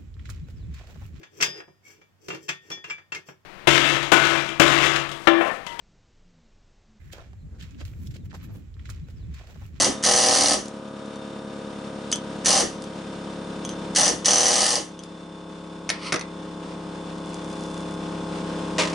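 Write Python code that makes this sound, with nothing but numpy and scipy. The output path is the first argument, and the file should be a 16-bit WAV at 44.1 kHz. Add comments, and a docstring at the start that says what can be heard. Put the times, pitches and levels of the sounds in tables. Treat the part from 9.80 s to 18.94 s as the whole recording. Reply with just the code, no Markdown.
"""Air chisel at a workbench

An air chisel cuts the copper windings out of an electric motor in five short, hissing bursts.
The tool is laid on the wooden bench, wire is pulled loose and a piece of scrap clatters.
Behind it a piston compressor chugs on, slowing as its tank fills. An automatic volume control
turns everything down at each burst and creeps back up, so the chugging seems to swell."""
import sys
import numpy as np
from scipy import signal
from scipy.fft import rfft, irfft
from scipy.io import wavfile
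from scipy.ndimage import uniform_filter1d

SR = 44100
rng = np.random.default_rng(int(sys.argv[2]) if len(sys.argv) > 2 else 0)


def log_audio(samples):
    """Write samples as a 16-bit WAV file to the path given in sys.argv[1]."""
    # one column per channel
    frames = np.atleast_2d(samples).T
    # limit to full scale, then quantise
    limited = np.clip(frames, -1, 1)
    pcm = np.round(limited * 32767).astype(np.int16)
    wavfile.write(sys.argv[1], SR, pcm)


N = 403074
TIME = np.arange(N) / SR

# The room's echo. Each row: frequency in Hz, seconds to fade by 60 dB.
ECHO_FADE = [(150, 0.13), (600, 0.22), (2500, 0.3), (6000, 0.14), (11000, 0.071)]
# The compressor's main tones. Each row: multiple of its shaft speed, dB running light, dB working hard.
CHUG_TONES = [(1, -30, -23), (2, -16.5, -13), (3, -14, -16.5), (4, -6.5, -24.5), (5, -9, 3), (6, 1.5, -8.5),
              (7, -3.5, -9.5), (8, -3, -12), (9, -7, 1.5), (10, -6, -5.5), (12, -8.5, -2.5),
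              (13, -4, -16.5), (14, -14, -8.5), (15, -1, -5.5), (16, -12.5, -8.5), (18, -5, -15),
              (20, -20, -14.5), (22, -16.5, -21.5), (25, -16, -6), (27, -10.5, -11), (29, -13.5, -12),
              (31, -38, -9)]
# Its motor's whine. Each row: multiple of that shaft speed, level in dB, wobble as a share of the pitch.
WHINE_TONES = [(5.718, -42, 0.00056), (6.67, -52, 0.0027), (7.78, -50.5, 0.0033), (148.4, -65.5, 0.0026),
               (154.1, -62, 0.00198), (252, -62, 0.0075)]
# Its thin whistle. Each row: time in seconds, level in dB.
WHISTLE_LEVELS = [(0, -42), (.9, -55.5), (1.45, -47), (1.9, -52), (3.6, -51), (5.5, -45), (6.8, -50.5),
                  (7.9, -47), (9.14, -55.5)]
# Its intake noise in stereo. Each row: frequency in Hz, how alike left and right are from 0 to 1.
INTAKE_LIKENESS = [(60, 0.99), (170, 1), (490, 0.86), (1410, 0.32), (4040, 0.56), (11600, 0.61)]

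# Tone colours. Each row: frequency in Hz, relative level in dB.
ECHO_COLOUR = [(100, -6), (400, 2), (2000, 0.5), (5500, -1.5), (9000, 6)]  # the room's reflections
INTAKE_COLOUR = [(15, -44), (25, -25), (59, -30), (118, -22.5), (192, -8), (254, -11.5), (296, -8),
                 (381, -14), (518, -8.5), (603, -15.5), (1030, -15.5), (2160, -24), (3000, -22),
                 (8750, -34.5), (11000, -45.5), (14300, -68), (22000, -120)]  # the compressor drawing air
SCRAP_COLOUR = [(150, -40), (250, -9), (570, -6), (646, -2), (734, -16), (930, -5), (1340, -12.5),
                (1430, -15.5), (2090, -10.5), (3690, -14), (4680, -14), (6950, -18.5), (11000, -33),
                (14300, -63), (22000, -120)]  # copper landing
TICK_COLOUR = [(1000, -5), (2500, -24), (3200, -10), (4000, -4), (5000, -1.5), (6300, -1), (7500, -2.5),
               (11000, -10)]  # light touches on metal
SLIDE_COLOUR = [(710, -32), (1000, 3), (1350, -0.5), (1580, -17), (2160, 1), (2790, -4), (3000, -2),
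                (3570, -10), (4600, -2), (6260, -11), (6980, -23), (9000, -12), (10500, -27), (13600, -58),
                (22000, -120)]  # the tool scraping the bench
CASING_COLOUR = [(300, -32), (600, -18), (1000, -12), (1300, -15), (1600, -10.5), (2080, -4), (2300, -10),
                 (2670, -7), (2870, -14.5), (4550, -10.5), (6090, -12), (7900, -25), (9000, -15.5),
                 (11000, -29), (14300, -64), (22000, -120)]  # its casing being knocked
BENCH_COLOUR = [(53, -41), (90, -16.5), (151, -4), (219, -7), (293, -1), (723, -4), (866, -16), (1240, -4),
                (1600, -5), (2080, -35), (3520, -120)]  # the wood thudding
HISS_COLOUR = [(530, -29), (900, -15.5), (1110, -20), (1220, -7), (1500, -15.5), (1800, -3.5),
               (2490, -13.5), (2940, -3), (3860, -10), (4380, -3.5), (5510, -2), (5990, 4), (7090, -6.5),
               (8740, -7), (11000, -13), (14300, -46), (22000, -120)]  # escaping air
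PUFF_COLOUR = [(35, -46), (60, -12.5), (135, -18.5), (200, -2), (233, -15), (288, -1), (313, -7.5),
               (450, -11.5), (483, -2.5), (833, -1.5), (919, -14.5), (1100, -6.5), (1500, -23.5),
               (1700, -28), (2210, -37), (3740, -120)]  # exhaust puffs
CRACK_COLOUR = [(800, -20), (2000, -8.5), (3000, -10.5), (3800, -1.5), (4700, 8.5), (5600, 3), (7200, -3.5),
                (9000, 3.5), (11000, -9)]  # the chisel biting

# Ringing metal. Each row: pitch in Hz, relative level in dB, seconds to fade by 60 dB.
SPRING_NOTES = [(2950, -6, .05), (3090, -5, .05), (3230, -3, .05), (3369, -2, .065), (6090, 0, .08),
                (6210, 1, .08), (6400, -5, .05), (9300, -11, .04)]  # the spring that holds the chisel in
BARREL_NOTES = [(1000, -32, .08), (1335, -9, 0.072), (2025, -8, 0.049), (2180, -12, 0.055),
                (2550, -13, .04), (3760, -13, 0.065), (4450, -14, 0.094), (5300, -7, 0.045)]  # the tool's body
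HOUSING_NOTES = [(1790, -12, 0.092), (1974, -10.5, 0.095), (3020, -15, 0.027), (3140, -9, 0.035),
                 (3260, -17, 0.036), (3400, -21, 0.053), (4280, -1, 0.028), (4380, -8, 0.029),
                 (4530, -9, 0.024)]  # the shell of the motor being cut
STEEL_NOTES = [(3130, -20, 0.038), (5600, -1, .03), (6013, -0.5, 0.06), (6000, -3.5, 0.1),
               (5900, -4.5, 0.07), (6051, 0.5, 0.074), (6146, -2, 0.04), (9470, -4, 0.026)]  # the chisel itself

# Rubbing moves. Each row: start, fastest moment and end in seconds, level in dB.
WIRE_PULLS = [(7.0, 7.9, 8.3, -46.5), (8.2, 9.1, 9.3, -54)]  # wire drawn from the motor's slots
TOOL_SLIDES = [(6.11, 6.13, 6.21, -33), (6.185, 6.275, 6.32, -24.5)]  # the tool sliding on the bench
# The chisel tip and loose wire touch the motor.
# Each row: time in seconds, level in dB, relative ring of the spring in dB.
LIGHT_TOUCHES = [(.857, -24, -21), (0.882, -22, -22), (1.2593, -34, -10), (1.358, -33, -18.5),
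                 (2.3165, -11, -17), (2.3257, -12.5, 2), (2.328, -12.5, 1), (2.358, -18.5, -20),
                 (3.022, -29, -20), (3.04, -27, -12), (3.8501, -22, 0.5), (3.892, -24, -2), (3.912, -37, 3),
                 (5.1913, -26, 1), (5.2362, -21.5, -17), (7.5432, -26, -15)]
# The tool is set down. Each row: time in seconds, level in dB, relative wood thud and steel ring in dB.
BENCH_KNOCKS = [(6.092, -10.5, -15, 4.5), (6.1013, -5.5, -15, -22), (6.3225, -10, -0.5, -10),
                (6.326, -10, -3, -22), (6.341, -10, -0.5, -14), (6.3595, -12.5, -4, -10),
                (6.394, -23.5, -10, 3.5), (6.411, -19.5, -12, -12)]
# The exhaust opens four times a stroke. Each row: delay from the blow as a share of a stroke, level in dB.
EXHAUST_PORTS = [(-.05, -1.5), (.15, -8), (.31, -3), (.62, -2)]
# Pulls of the trigger. Each row: first and last blow in seconds, effort in dB, relative levels in dB of
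# the puffs, the closing chuff and the steel's ring, then how fast that ring weakens in dB per second.
TRIGGER_PULLS = [(-0.03, 0.046, -5.5, -1, 1, -2, 0), (0.238, 0.7336, -7, -1, -1, 0.5, 53),
                 (2.659, 2.799, -8, -2, 1, -0.5, 22), (4.161, 4.28, -8.5, -1.5, 1, 2, 0),
                 (4.458, 4.955, -5.5, -2.5, -2.5, 6.5, 42)]

SLACK_DB = -3.5  # a loosely held tool hits softer


def amp(db):
    """Turn decibels into a number to multiply by."""
    return 10 ** (np.asarray(db) / 20)


def evened(x):
    """Scale a signal to an average power of 1."""
    return x / np.sqrt(np.mean(x ** 2) + 1e-20)


def read(points, hz):
    """Read between a table's rows, giving each octave equal room."""
    f, value = np.transpose(points)
    return np.interp(np.log(hz + 1), np.log(f + 1), value)


def wander(hz):
    """A smooth random wobble, up to about hz times a second."""
    smoothing = np.exp(-(np.fft.rfftfreq(N, 1 / SR) / hz) ** 2)
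    return evened(irfft(rfft(rng.standard_normal(N)) * smoothing, N))


def colour(x, points, size=4096):
    """Give a sound a tone colour, with a filter that never rings before a hit."""
    log_gain = np.log(amp(read(points, abs(np.fft.fftfreq(size, 1 / SR)))))
    taps = np.fft.ifft(np.exp(np.conj(signal.hilbert(log_gain)))).real[:size // 2]
    return signal.oaconvolve(x, taps / np.linalg.norm(taps))[:N]


def resonate(x, hz, width_hz):
    """Bring out a narrow band around the moving pitch hz."""
    turn = np.exp(2j * np.pi * np.cumsum(hz) / SR)
    r = np.exp(-np.pi * width_hz / SR)
    once = signal.lfilter([1 - r], [1, -r], x / turn)
    return (turn * signal.lfilter([1 - r], [1, -r], once)).real


def impulses(times, db):
    """One sharp click at each time."""
    at, out = np.round(np.asarray(times) * SR).astype(int), np.zeros(N)
    inside = (at >= 0) & (at < N)
    np.add.at(out, at[inside], amp(db)[inside])
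    return out


def contacts(times, db, decay_s):
    """Each contact is a brief crunch of noise that dies away."""
    fades = signal.lfilter([1], [1, -np.exp(-1 / (decay_s * SR))], impulses(times, db))
    return fades * rng.standard_normal(N)


def ringing(notes, times, db, scatter_db=3):
    """Struck metal rings; every blow shares its energy differently among the notes."""
    t = np.arange(SR // 5) / SR
    shares = scatter_db * rng.standard_normal((len(times), len(notes)))
    out = np.zeros(N)
    for (hz, level, fade_s), share in zip(notes, shares.T):
        note = amp(level - 60 * t / fade_s) * np.sin(2 * np.pi * hz * t)
        out += signal.oaconvolve(impulses(times, db + share), note)[:N]
    return out / 2


def room_echo(x, first_s=0.00278, echoes_per_s=3000):
    """Each ear gets its own scattered reflections; each frequency fades at its own speed."""
    taps = rng.choice([-1., 1.], (2, SR)) * (rng.random((2, SR)) < echoes_per_s / SR)
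    hz, t, bands = signal.stft(taps * (TIME[:SR] > first_s), SR, nperseg=256)
    fade = amp(read(ECHO_COLOUR, hz)[:, None] - 60 * t / read(ECHO_FADE, hz)[:, None])
    tail = signal.istft(bands * fade, SR, nperseg=256)[1]
    return signal.fftconvolve(x[None], tail / np.linalg.norm(tail[0]), axes=1)[:, :N]


def chug(turns, load, count=48, weak_db=-16.5, scatter_db=6, smears=(.05, .18)):
    """Running light, the compressor gives one sharp chug a turn; load and echoes smear it out."""
    angle, k = np.linspace(0, 1, 2049), np.arange(1, count + 1)
    left, right, echo, *scatter = rng.standard_normal((count, 5)).T
    strong, *levels = np.transpose(CHUG_TONES)
    tone = np.zeros((2, N))
    for share, level, spread, smear in zip((1 - load, load), levels, scatter, smears):
        gain = amp(weak_db + scatter_db * spread) / (1 + (k / 42.3) ** 5.2)  # weak tones fill the gaps
        gain[np.round(strong).astype(int) - 1] = amp(level)
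        for side, ear in enumerate((left, right)):
            phase = 2 * np.pi * np.outer(angle, k) + smear * k * echo + np.minimum(k / 60, .6) * ear
            tone[side] += share * np.interp(turns % 1, angle, evened(np.cos(phase) @ gain))
    return tone


def shaft_tone(speed, multiple, wobble, wobble_hz):
    """A slightly unsteady pure tone that follows the shaft's speed."""
    return np.sin(2 * np.pi * multiple * np.cumsum(speed * (1 + wobble * wander(wobble_hz))) / SR)


def intake(beat, pulse_depth=.15):
    """Air rushes into the compressor, pulsing once a turn, partly alike in both ears."""
    shared, apart = (rfft(colour(rng.standard_normal(N), INTAKE_COLOUR)) for _ in range(2))
    alike = np.clip(read(INTAKE_LIKENESS, np.fft.rfftfreq(N, 1 / SR)), 0, .96)
    middle = shared * np.sqrt((1 + alike) / 2)
    sides = np.outer([1, -1], apart * np.sqrt((1 - alike) / 2))
    return evened(irfft(middle + sides, N) * (1 + pulse_depth * beat) * amp(0.98 * wander(13.0)))


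def compressor(empty_turns_per_s=35.65, sag_turns_per_s=1.85, fill_s=5.5):
    """It chugs, whines and whistles; the filling tank slows it and makes it work harder."""
    pressure = 1 - np.exp(-(TIME / fill_s) ** 1.2)
    speed = empty_turns_per_s - sag_turns_per_s * pressure
    load = np.interp(pressure, [0.15, 0.66], [0, 0.82])
    turns = np.cumsum(speed) / SR + .5
    beat = np.cos(2 * np.pi * turns)
    chugging = amp(-30) * chug(turns + 0.00022 * wander(9), load)
    whine = sum(amp(db) * np.sqrt(2) * shaft_tone(speed, multiple, wobble, wobble_hz=43)
                for multiple, db, wobble in WHINE_TONES)
    whistle_db = np.interp(TIME, *np.transpose(WHISTLE_LEVELS)) + wander(9.3)
    whistle = shaft_tone(speed, multiple=102.4, wobble=0.00242, wobble_hz=75.7)
    whistle *= amp(whistle_db) * (1 + .45 * beat)
    rush = amp(-38 - load) * intake(beat)
    return (chugging + whine + whistle + rush) * amp([[2.6], [1.4]])  # a little louder on the left


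def rub(moves, body, slips_per_s, spread_db):
    """Rubbing is many tiny, uneven slips, louder as the move speeds up."""
    slips = (rng.random(N) < slips_per_s / SR) * rng.choice([-1, 1], N)
    sizes = amp(spread_db * np.minimum(rng.exponential(1, N), 4))
    speed = sum(amp(db) * np.interp(TIME, times, [0, 1, 0]) for *times, db in moves)
    return colour(evened(slips * sizes) * speed, body)


def falling_scrap(landing_s=8.9826, first_gap_s=.0068, gap_growth=1.21, loss_db=1.5):
    """A bundle of copper lands strand after strand, ever further apart and softer."""
    strand = np.arange(10)
    gaps = first_gap_s * gap_growth ** strand
    times = landing_s + np.cumsum(gaps) - gaps
    return colour(contacts(times, -17.5 - loss_db * strand, decay_s=0.01), SCRAP_COLOUR)


def clinks():
    """The chisel tip and loose wire tick against the motor, and the tool's spring jingles."""
    times, db, ring_db = np.transpose(LIGHT_TOUCHES)
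    ticks = colour(contacts(times, db, decay_s=0.002), TICK_COLOUR)
    return ticks + ringing(SPRING_NOTES, times, db + ring_db - 2.5)


def tool_set_down():
    """The casing knocks on the bench: the metal rings and the wood thuds."""
    times, db, thud_db, ring_db = np.transpose(BENCH_KNOCKS)
    knocks = colour(contacts(times, db, decay_s=0.0035), CASING_COLOUR)
    metal = ringing(BARREL_NOTES, times, db) + ringing(STEEL_NOTES, times, db + ring_db - 6.5)
    thuds = colour(contacts(times, db + thud_db - 4.5, decay_s=0.0095), BENCH_COLOUR)
    return knocks + metal + thuds


def strokes(first, last, blows_per_s=40.5):
    """The times of the piston's blows in one burst."""
    return np.linspace(first, last, round((last - first) * blows_per_s) + 1)


def grip(t, first, last, press_s=.05, ease_s=0.16):
    """The hand leans in, then eases off before the last blow: 0 is slack, 1 is firm."""
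    return np.clip((t - first) / press_s, 0, 1) * np.clip((last - t) / ease_s, 0, 1)


def run_down(after, peak_s=0.034):
    """With the pressure gone, the piston's flutter sinks in pitch: one short chuff."""
    span = (after > 0) & (after < .2)
    age = after[span] / peak_s
    flutter = resonate(rng.standard_normal(len(age)), hz=210 + 520 * np.exp(-age), width_hz=216)
    chuff = np.zeros(N)
    chuff[span] = age * np.exp((1 - age ** 2) / 2) * evened(flutter)
    return chuff


def exhaust(lead_s=0.012, leak_db=-7, bleed_s=0.009, fall_db_per_s=220, spin_up_s=0.023):
    """Air hisses and puffs from the tool; on release the hose empties and the piston runs down."""
    hiss, gusts, puffs, chuffs = np.zeros((4, N))
    for first, last, effort_db, puff_db, chuff_db, *_ in TRIGGER_PULLS:
        blows, firm = strokes(first, last), grip(TIME, first, last)
        since, after = TIME - first, np.maximum(TIME - last, 0)
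        effort = amp(effort_db + SLACK_DB * (1 - firm))
        rough = 0.96 - 0.63 * firm  # a firm grip steadies the piston
        valve_db = leak_db * (since < 0) - fall_db_per_s * np.clip(after - bleed_s, 0, 1)
        # the piston chokes the air just before each blow
        stroke = np.interp(TIME, blows, np.arange(len(blows)))
        throb = 1 + 0.26 * np.sin(2 * np.pi * (stroke - .12)) * (after == 0)
        flow = effort * (since > -lead_s) * amp(valve_db) * throb
        hiss += flow
        # gusts and puffs build as the piston gets going
        running = np.clip(since / spin_up_s, 0, 1)
        gusts += flow * rough * running
        for share, port_db in EXHAUST_PORTS:
            late, force = rng.standard_normal((len(blows) - 1, 2)).T * np.interp(blows[1:], TIME, rough)
            times = blows[1:] + share / 40.5 + .0003 * late  # 40.5 strokes a second
            pops = impulses(times, puff_db + port_db + 5.8 * force)
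            puffs += effort * running * (1 - 2 / 3 * rough) * pops
        chuffs += effort * amp(chuff_db) * run_down(after)
    turbulence = rng.standard_normal(N)
    high_air = amp(-4) * colour(hiss * turbulence, HISS_COLOUR)
    low_air = colour(amp(22.5) * puffs + amp(-11) * gusts * turbulence, PUFF_COLOUR)
    return high_air + low_air + amp(-12) * chuffs


def chisel(rebound_s=0.012, rebound_db=-4, seat_s=0.09, unseated_db=-4):
    """The piston strikes the chisel, which bounces and strikes the motor once more."""
    hits = []
    for first, last, effort_db, _, _, steel_db, damping in TRIGGER_PULLS:
        blows = strokes(first, last)
        jitter, force, delay, bounce = rng.standard_normal((len(blows), 4)).T
        times = np.r_[blows + .0003 * jitter, blows + rebound_s * (1 + .25 * delay)]
        db = effort_db + SLACK_DB * (1 - grip(times, first, last))
        db += np.r_[.8 * force, rebound_db + 2.5 * bounce]
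        # the steel rings fully once the tip is seated, until it sinks into the copper
        seated = times - first - seat_s
        ring_db = steel_db + np.where(seated < 0, -unseated_db * seated / seat_s, -damping * seated)
        hits.append([times, db, ring_db])
    times, db, ring_db = np.hstack(hits)
    crack_db = db + 2.5 - 0.23 * ring_db  # the less a blow rings, the more it cracks
    crack = colour(contacts(times, crack_db, decay_s=.0028), CRACK_COLOUR)
    return crack + ringing(STEEL_NOTES, times, db + ring_db - 2) + ringing(HOUSING_NOTES, times, db - 4)


def scene(tool_echo_db=-5.5, bench_echo_db=-6.0):
    """Tool and bench close in front, the compressor farther off."""
    tool = chisel() + exhaust()
    bench = clinks() + tool_set_down() + falling_scrap()
    bench += rub(TOOL_SLIDES, SLIDE_COLOUR, slips_per_s=3200, spread_db=0.5)
    bench += rub(WIRE_PULLS, TICK_COLOUR, slips_per_s=560, spread_db=5)
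    echo = room_echo(amp(tool_echo_db) * tool + amp(bench_echo_db) * bench)
    return tool + bench + echo + compressor()


def record(dry, limit_db=-16.5, recover_db_per_s=3.0, top_hz=11180):
    """The volume drops at once on loud sound and creeps back; the highest treble is cut."""
    power_db = 10 * np.log10(abs(uniform_filter1d((dry ** 2).mean(0), size=1400)) + 1e-12)
    creep = TIME * recover_db_per_s
    over_db = np.maximum(np.maximum.accumulate(power_db + creep) - creep - limit_db, 0)
    ducked = dry / amp(uniform_filter1d(over_db, size=200))
    rounded = 0.71 * np.tanh(ducked / 0.69)  # softens the tallest peaks
    treble_cut = signal.firwin(511, top_hz, window=("kaiser", 8), fs=SR)
    return signal.oaconvolve(rounded, treble_cut[None], "same")


dry = scene()
out = record(dry)
log_audio(out)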